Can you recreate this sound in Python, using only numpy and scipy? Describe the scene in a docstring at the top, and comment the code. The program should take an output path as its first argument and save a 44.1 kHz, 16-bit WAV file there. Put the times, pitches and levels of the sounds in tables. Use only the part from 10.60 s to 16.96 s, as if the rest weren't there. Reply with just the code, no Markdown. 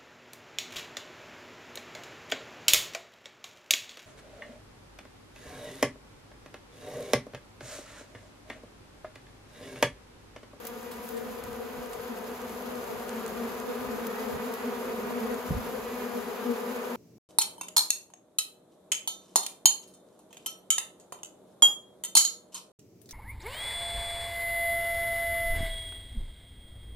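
"""Honeybees swarm round a garden hive box, over a fine hiss and a light breeze. From the start,
dozens of wingbeats blend into a rasping hum with brief swells, some of them close bees that fan the
microphone. Dry litter crackles and bees tap against the box, mostly in the first three seconds.
The hum grows as we move in to the entrance; near five seconds a bee bumps the microphone.
The strongest swell follows a second later, and the breeze dies away under the hum."""
import sys
import numpy as np
from scipy import signal
from scipy.fft import rfft, irfft
from scipy.io import wavfile
from scipy.ndimage import uniform_filter1d

SR = 44100
rng = np.random.default_rng(int(sys.argv[2]) if len(sys.argv) > 2 else 0)


def transcribe(u):
    """Save the signal u as a 16-bit wav file named by the first command-line argument.

    u: samples, shape (n,) or (channels, n), limited to [-1, 1]; the rate is SR.
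    q: integer samples, one column per channel.
    """
    v = np.clip(np.atleast_2d(u).T, -1, 1)
    q = np.round(v * 32767).astype(np.int16)
    wavfile.write(sys.argv[1], SR, q)


N = 280476
TIME, BINS = np.arange(N) / SR, np.fft.rfftfreq(N, 1 / SR)
STEPS = np.linspace(0, N / SR, N // 128)  # coarse clock for modulation, in seconds


def amp(db):
    """Decibels to gain."""
    return 10 ** (np.asarray(db) / 20)


def unit(x):
    """Scales to an rms of one."""
    return x / np.sqrt(np.mean(x ** 2) + 1e-20)


def read(table, hz, column=1):
    """One column of a table on a log-frequency axis."""
    columns = np.transpose(table)
    return np.interp(np.log(hz + 1e-9), np.log(columns[0]), columns[column])


def curve(table):
    """An automation curve through a table's points in time."""
    return np.interp(TIME, *np.transpose(table))


def bell(centre_s, width_s):
    """A bell-shaped envelope that peaks at one."""
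    return np.exp(-((TIME - centre_s) / width_s) ** 2 / 2)


def pan(db):
    """Left and right gains; positive dB leans left."""
    return amp(np.array([[.5], [-.5]]) * db)


def shaped(x, gain):
    """Filters by a gain for each frequency."""
    return irfft(rfft(x) * gain, N)


def wander(rate):
    """Smooth random motion of size one on the coarse clock, changing about rate times a second."""
    hz = np.fft.rfftfreq(2 * len(STEPS), STEPS[1])
    white = rfft(rng.standard_normal(2 * len(STEPS)))
    return unit(irfft(white / (1 + (hz / rate) ** 2)))[:len(STEPS)]


def wobble(rate):
    """A wander read at every sample."""
    return np.interp(TIME, STEPS, wander(rate))


def noise(spectrum):
    """Coloured stereo noise; the top treble is mono."""
    # left-right likeness and phase of the noise: frequency_hz, likeness (0-1), right_lead_rad
    image = [(60, .92, .1), (700, .6, -.2), (3100, .3, -1.2), (4600, .5, -.3), (5850, .55, 1.8),
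             (6600, .65, .5), (7600, .8, 2.8), (9300, .93, 3.3), (11000, .7, 4.7), (12300, .8, 5.7),
             (12600, .98, 2 * np.pi), (13200, 1, 2 * np.pi)]
    left, other = rfft(rng.standard_normal((2, N)))
    likeness = np.clip(read(image, BINS), 0, 1)
    right = likeness * left + np.sqrt(1 - likeness ** 2) * other
    right *= np.exp(1j * read(image, BINS, column=2))
    return unit(irfft(np.array([left, right]) * amp(read(spectrum, BINS)), N))


def closeness():
    """The swarm's level in dB against its loudest, at the hive entrance."""
    # the hum grows as the hive comes nearer: time_s, level_db
    approach = [(0, -50.5), (.5, -48), (1.4, -46.5), (2.2, -44.5), (2.6, -43.5), (3.65, -42), (4.65, -41.5),
                (5.1, -43), (6.36, -42)]
    level_db = curve(approach)
    return level_db - level_db.max()


def wings(turns, harmonics_db, scatter_rad=0.89, size=2048):
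    """Loops one wing stroke, a sharp flick whose shape differs from bee to bee."""
    phases = scatter_rad * rng.standard_normal(len(harmonics_db))
    stroke = unit(irfft(np.r_[0, amp(harmonics_db) * np.exp(1j * phases)], size))
    return stroke[(turns * size).astype(int) % size]


def hiss(lift_db=8.5, flicker_db=1.1, low_cut_hz=350):
    """A bed of fine, faintly flickering hiss with no bass."""
    # hiss colour: frequency_hz, gain_db
    colour = [(400, 14), (900, 8), (2000, 2.5), (4000, -2), (5300, -2.5), (5550, -5.5), (5900, -3.5),
              (7300, -0.5), (8200, -3.5), (10000, -1.5), (12400, 0), (14000, -6), (15700, -11)]
    # hiss fader, before the lift: time_s, level_db
    fader = [(0, -55), (1.3, -54.5), (2.5, -52), (5.1, -51), (6.36, -51.5)]
    wash = shaped(noise(colour), 1 / (1 + (low_cut_hz / (BINS + 1)) ** 4))
    return wash * amp(curve(fader) + lift_db + flicker_db * wobble(23))


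def air(gust_db=1.5, gust_rate=6, puff_width=0.61):
    """A gusty breeze rumbles, puffs strike each microphone port differently, and a bump thuds."""
    # breeze colour: frequency_hz, gain_db
    breeze_colour = [(15, -43), (28, -27), (42, -5.5), (68, -3.5), (120, -9), (180, -6), (320, -7),
                     (1000, -20), (4000, -79)]
    # the breeze, dying away at the end: time_s, level_db
    breeze_fader = [(0, -55.5), (1.2, -54), (3.1, -53.5), (3.5, -54.5), (4.05, -58), (4.4, -51.5),
                    (5.3, -54), (6.36, -63.5)]
    # round, bassy puff colour: frequency_hz, gain_db
    puff_colour = [(15, -35), (30, -12), (50, -2), (80, 0), (150, -5), (300, -19), (700, -50)]
    # puffs from the breeze and from passing wings: centre_s, peak_db, width_s
    puffs = [(0.756, -59, 0.033), (0.908, -52, 0.051), (1.187, -52, 0.032), (2.277, -56, 0.022),
             (2.37, -53, 0.015), (3.248, -49, 0.038), (3.748, -43.5, .022), (4.917, -32, 0.012),
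             (4.965, -40.5, 0.036)]
    # a bee bumps the microphone: centre_s, peak_db, pitch_hz
    bumps = [(4.901, -31, 220), (4.909, -16.5, 160), (4.921, -20.5, 125), (4.952, -31, 60),
             (4.969, -29.5, 75), (4.981, -32, 110)]
    out = amp(curve(breeze_fader) + gust_db * wobble(gust_rate)) * noise(breeze_colour)
    puffing = sum(amp(db) * bell(centre_s, width_s) for centre_s, db, width_s in puffs)
    mid, side = noise(puff_colour), noise(puff_colour)
    out += puffing * (mid + puff_width * np.array([[1], [-1]]) * side)
    for centre_s, peak_db, pitch_hz in bumps:
        turns = (TIME - centre_s) * pitch_hz
        out += amp(peak_db) * np.cos(2 * np.pi * turns) * np.exp(-(turns / .52) ** 2)
    return out


def litter(trim_db=-1.5, rise_share=0.25):
    """Dry leaves snap and rustle, some with a lower crunch; long rustles start softly."""
    # bursts of crackle: start_s, level_db, decay_s, crunch_db (against the snap)
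    crackles = [(0.051, -30, 0.0026, -9), (0.067, -30.5, 0.0092, -10), (.311, -42.5, 0.022, 1.5),
                (.415, -44, 0.13, -7), (.489, -32.5, 0.0021, -10), (.565, -54, 0.021, 10),
                (0.838, -39, 0.0028, 5), (1.333, -49, 0.0087, 7), (3.467, -30, 0.0056, -11),
                (3.938, -32.5, 0.0048, -5), (4.40, -37, 0.0014, -20)]
    # bright snap colour: frequency_hz, gain_db
    snap_colour = [(500, -19), (2000, -12), (4000, -10), (8000, -4), (11000, -2), (13000, 0), (15500, -2)]
    # lower crunch colour: frequency_hz, gain_db
    crunch_colour = [(400, -2), (1500, 1), (3500, 2), (6500, -4), (8500, 11), (15000, -27)]
    snap, crunch = np.zeros((2, N))
    for start_s, level_db, decay_s, crunch_db in crackles:
        age = (TIME - start_s) / decay_s
        burst = np.clip(age / rise_share, 0, 1) * np.exp(-abs(age))
        snap += amp(level_db) * burst
        crunch += amp(level_db + crunch_db) * burst
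    return amp(trim_db) * (snap * noise(snap_colour) + crunch * noise(crunch_colour))


def taps(detune=0.028, skid_s=.0008, skid_db=-6.5,
         patter_per_s=22, patter_db=-43, patter_hz=6600, patter_t60_s=0.0049):
    """Small hard bodies skid on the box in three quick contacts, over a faint patter of landings."""
    # bees hitting the box: start_s, peak_db, pan_db
    hits = [(0.231, -36, 2), (0.577, -35, 5), (0.838, -32, -2), (0.931, -34, 0), (1.261, -33, -6),
            (1.333, -29.5, -9), (1.588, -36, -2), (1.643, -34, -4), (1.716, -37, 0), (1.817, -34, 11),
            (1.895, -34, 8), (2.022, -35, -3), (2.156, -33, 0), (2.242, -33, -2), (2.399, -37, -8),
            (2.4935, -26, -13), (2.56, -34, 0), (2.6634, -29, -17), (2.68, -30, -12), (3.001, -28, -8),
            (4.744, -27.5, -3)]
    # the ring of a tap: pitch_hz, level_db, t60_s
    modes = [(1700, 8, 0.004), (3250, 5, .004), (4370, 4.5, 0.0043), (6500, 10, 0.0036), (7700, 7, 0.0045),
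             (8700, 7, 0.0045)]
    t = np.arange(N // 200) / SR
    out = np.zeros((2, N))
    for start_s, peak_db, pan_db in hits:
        for contact in range(3):
            shifts = 1 + detune * rng.standard_normal(len(modes))  # each contact rings differently
            ring = sum(amp(db - 60 * t / t60_s) * np.sin(2 * np.pi * hz * shift * t)
                       for (hz, db, t60_s), shift in zip(modes, shifts))
            ring /= abs(ring).max()
            at = round((start_s + skid_s * contact * (.5 + rng.random())) * SR)
            out[:, at:at + len(t)] += amp(peak_db + skid_db * contact) * pan(pan_db) * ring
    landings = (rng.random(N) < patter_per_s / SR) * amp(patter_db - 10 * rng.random((2, N)))
    tick = amp(-60 * t / patter_t60_s) * np.sin(2 * np.pi * patter_hz * t)
    return out + signal.oaconvolve(landings, tick[None])[:, :N]


def fanning_bee(pitch_hz=242.7, drift_hz=1.1, entrance_db=-53, growth=.45):
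    """A bee grips the landing board and fans at an almost steady pitch."""
    # nasal tone with a strong third harmonic: level_db for each harmonic from the first
    harmonics_db = [-11, -5, 0, -12, -13, -9, -16, -15, -17, -18, -19, -20]
    turns = np.cumsum(pitch_hz + drift_hz * wobble(2.81)) / SR
    return pan(1.3) * amp(entrance_db + growth * closeness()) * wings(turns, harmonics_db)


def hum_swells(waver=0.01203, lead_s_per_db=-0.12):
    """Brief swells of the hum at wingbeat pitch, some of them close bees; each bends in pitch."""
    # swells: centre_s, level_db, pitch_hz, half_length_s, octave_db, rasp_db, pan_db, bend_share
    swells = [(0.169, -42, 228, 0.025, 6, -7, -1.5, .02), (0.377, -47.5, 239, 0.042, -12, -4, 3, -0.016),
              (0.568, -35, 228.1, 0.039, 9, -7, 6, -.015), (0.69, -44, 225.7, 0.043, -2, -13, -11, .01),
              (0.92, -45, 226, 0.03, -6, -17, 0, .02), (1.026, -39, 230.5, 0.036, 9, -18, 5, -.03),
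              (1.218, -46, 238, .04, -4, -14, -1, -0.018), (1.515, -40, 234.7, 0.025, -12, -9, 1, -.02),
              (1.649, -40, 238, 0.028, 0, -9, -2, -.03), (1.718, -39, 216.2, 0.02, 19, -1, 1, -0.022),
              (1.884, -43, 232, 0.064, -12, -22, 0, 0.018), (2.132, -41, 240.4, 0.048, -3, -16, 1, -.02),
              (2.308, -37.5, 236, 0.016, 9, -8, 2, .02), (2.571, -38, 224.7, 0.019, -6, -5, 2, -0.022),
              (2.836, -36, 230, 0.035, -7, -13, 0, -0.022),
              (3.099, -33.5, 244.4, 0.023, 5, -17, -2, -0.029), (2.88, -48, 255, .06, 0, 8, 2, .02),
              (3.33, -43.5, 228, .05, 2, 4, -2, -.02), (3.99, -45, 248, .04, 0, 5, 3, .02),
              (3.57, -43, 240, .06, 1, 8, 2, .045), (3.716, -36.5, 238.7, .04, -2, -16, 5, -0.026),
              (3.797, -36.5, 229.8, 0.023, -9, -7, 2, -0.025), (4.088, -33, 236, 0.02, -8, -23, 3, -.03),
              (4.308, -38, 227, .022, 11, -13, -6, -.02), (4.538, -35.5, 243, 0.044, -9, -15, 5, 0.024),
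              (4.635, -30.5, 225, 0.024, -5, -18, -3, -.02), (4.72, -33, 239.3, 0.032, 1, -7, 3, -0.042),
              (4.987, -37, 244, .02, -5, -14, 5, .02), (5.141, -40.5, 250.7, 0.024, 19, -2, 11.5, -0.023),
              (5.433, -43, 243, 0.027, -11, -1, 1, -0.012), (5.575, -37, 238, 0.035, 3, -12, 2, .02),
              (5.904, -25.5, 236, 0.025, -1.5, -21, 6, -0.03), (6.098, -37, 240, 0.033, 1, -8, 5, .02),
              (6.331, -48.5, 232, 0.041, -15, 0, 6, .02)]
    # bright-edged overtones of a swell: harmonic, level_db
    overtones = [(3, -11), (5, -11), (6, -16), (7, -15), (8, -9), (9, -15), (12, -26), (20, -38)]
    overtones_db = read(overtones, np.arange(3, 25))
    flutter = waver * wobble(22.2)
    out = np.zeros((2, N))
    for centre_s, level_db, pitch_hz, half_length_s, octave_db, rasp_db, pan_db, bend in swells:
        along = (TIME - centre_s) / half_length_s
        turns = np.cumsum(pitch_hz * (1 + flutter + bend * np.tanh(along))) / SR
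        stereo_offset = np.array([[.5], [-.5]]) * lead_s_per_db * pan_db * pitch_hz  # in wingbeats
        buzz = wings(turns + stereo_offset, np.r_[0, octave_db, overtones_db + rasp_db])
        out += pan(pan_db) * amp(level_db) * buzz / (1 + along ** 2)
    return out


def flock(count, pitch_hz, spread_hz, weave_db, tone_db, lag_s, drift_hz=7, drift_rate=2.2,
          flutter_hz=1.4, weave_rate=2.6, pan_db=5.0, edge_db=0.05):
    """Bees with a wingbeat each; steering bends the pitch, weaving changes distance and side."""
    # spectrum of one wing stroke: harmonic, level_db
    stroke = [(1, -7.5), (2, -8), (3, -8), (4, -6.5), (5, -7), (6, -11), (8, -18), (12, -23.5), (20, -33.5),
              (40, -53)]
    harmonic = np.arange(1, 41)
    stroke_db = read(stroke, harmonic) + tone_db * (harmonic == 1) + edge_db * (harmonic > 6)
    out = np.zeros((2, N))
    for rank in np.linspace(-1, 1, count):
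        hz = pitch_hz + spread_hz * rank + drift_hz * wander(drift_rate) + flutter_hz * wander(24.83)
        turns = np.cumsum(hz) * STEPS[1] + rng.random()
        # each bee reaches one side before the other, the left a little more often
        lead_s = .00005 + lag_s * wander(.7)
        gains = amp(weave_db * np.clip(wander(weave_rate), -2, 2)) * pan(pan_db * wander(1.0))
        heard = [np.interp(TIME, STEPS, turns + side * lead_s * pitch_hz / 2) for side in (1, -1)]
        own_colour_db = 2.3 * (harmonic > 2) * rng.standard_normal(len(harmonic))
        buzz = wings(np.array(heard), stroke_db + own_colour_db)
        out += buzz * np.array([np.interp(TIME, STEPS, gain) for gain in gains])
    return unit(out)


def swarm(tone_db=-40.5, octave_db=-38.0, rasp_db=-42.0, tone_growth=1.13):
    """Five flocks merge into one hum; the slower wingbeats at the entrance gain as we approach."""
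    # the hum briefly thins or changes colour: centre_s, width_s, tone_db, octave_db
    lulls = [(0.47, 0.012, 3, -10), (0.81, 0.046, -5, 2), (1.34, .055, -6.5, 1), (1.773, 0.023, -9, -6),
             (1.994, 0.046, -1, -3.5), (2.253, 0.037, -9, 0), (2.405, 0.048, -5.5, -2.5),
             (2.987, 0.072, -3.5, -1.5), (3.33, 0.11, 1.5, 0), (3.983, 0.027, -5, -3),
             (4.236, 0.053, -1, 1.5), (4.824, 0.016, -14, -6), (5.006, 0.041, -1.5, -7),
             (5.217, 0.068, -1.5, 0.5), (5.77, 0.028, -7, -0.5), (5.986, .02, -6, 1)]
    # the hive's stereo image, left over right: frequency_hz, pan_db
    balance = [(100, 4), (240, 1.5), (480, 2.5), (800, 2.5), (1300, 1), (2300, -4.5), (3600, 6.5),
               (6000, 6)]
    near_db = closeness()
    in_front = flock(18, pitch_hz=243, spread_hz=12, weave_db=2.5, tone_db=-2, lag_s=.00013)
    wheeling = flock(10, pitch_hz=241.3, spread_hz=14, weave_db=1.5, tone_db=-6, lag_s=.001208)
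    darting = flock(5, pitch_hz=238, spread_hz=8, weave_db=6.5, tone_db=-4, lag_s=.00008,
                    drift_hz=8, drift_rate=4, flutter_hz=2.0, weave_rate=4.6, edge_db=5.5)
    hovering = flock(11, pitch_hz=210.8, spread_hz=12, weave_db=1.5, tone_db=-8, lag_s=.00015)
    landing = flock(5, pitch_hz=212.1, spread_hz=30, weave_db=4, tone_db=-3.5, lag_s=.00016,
                    drift_hz=16, drift_rate=3.5)
    bees = in_front + amp(-4) * wheeling + amp(-3.5) * darting
    bees += amp(0.91 * near_db) * hovering + amp(-6.5 + 0.87 * near_db) * landing
    tone_lull, octave_lull = sum(np.outer(depths_db, bell(centre_s, width_s))
                                 for centre_s, width_s, *depths_db in lulls)
    # wingbeat tone, octave and rasp are each levelled, then grow with nearness, the tone fastest
    below_octave, below_rasp = (1 / (1 + (BINS / hz) ** 24) for hz in (310, 570))
    bands = [(below_octave, tone_db + tone_growth * near_db + tone_lull),
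             (below_rasp - below_octave, octave_db + near_db + octave_lull),
             (1 - below_rasp, rasp_db + near_db)]
    out = np.zeros((2, N))
    for band, level_db in bands:
        part = shaped(bees, band * pan(read(balance, BINS)))
        power = uniform_filter1d(uniform_filter1d(part.mean(0) ** 2, size=9000), size=6000)
        out += part * amp(level_db) / np.sqrt(abs(power) + 1e-12)
    return out


def scene():
    """Everything round the hive, in open air."""
    return swarm() + fanning_bee() + hum_swells() + air() + taps() + litter() + hiss()


def record(dry):
    """A steep high cut at 15.8 kHz."""
    high_cut = signal.firwin(601, 15800, window=("kaiser", 9), fs=SR)
    return signal.oaconvolve(dry, high_cut[None], "same")


dry = scene()
out = record(dry)
transcribe(out)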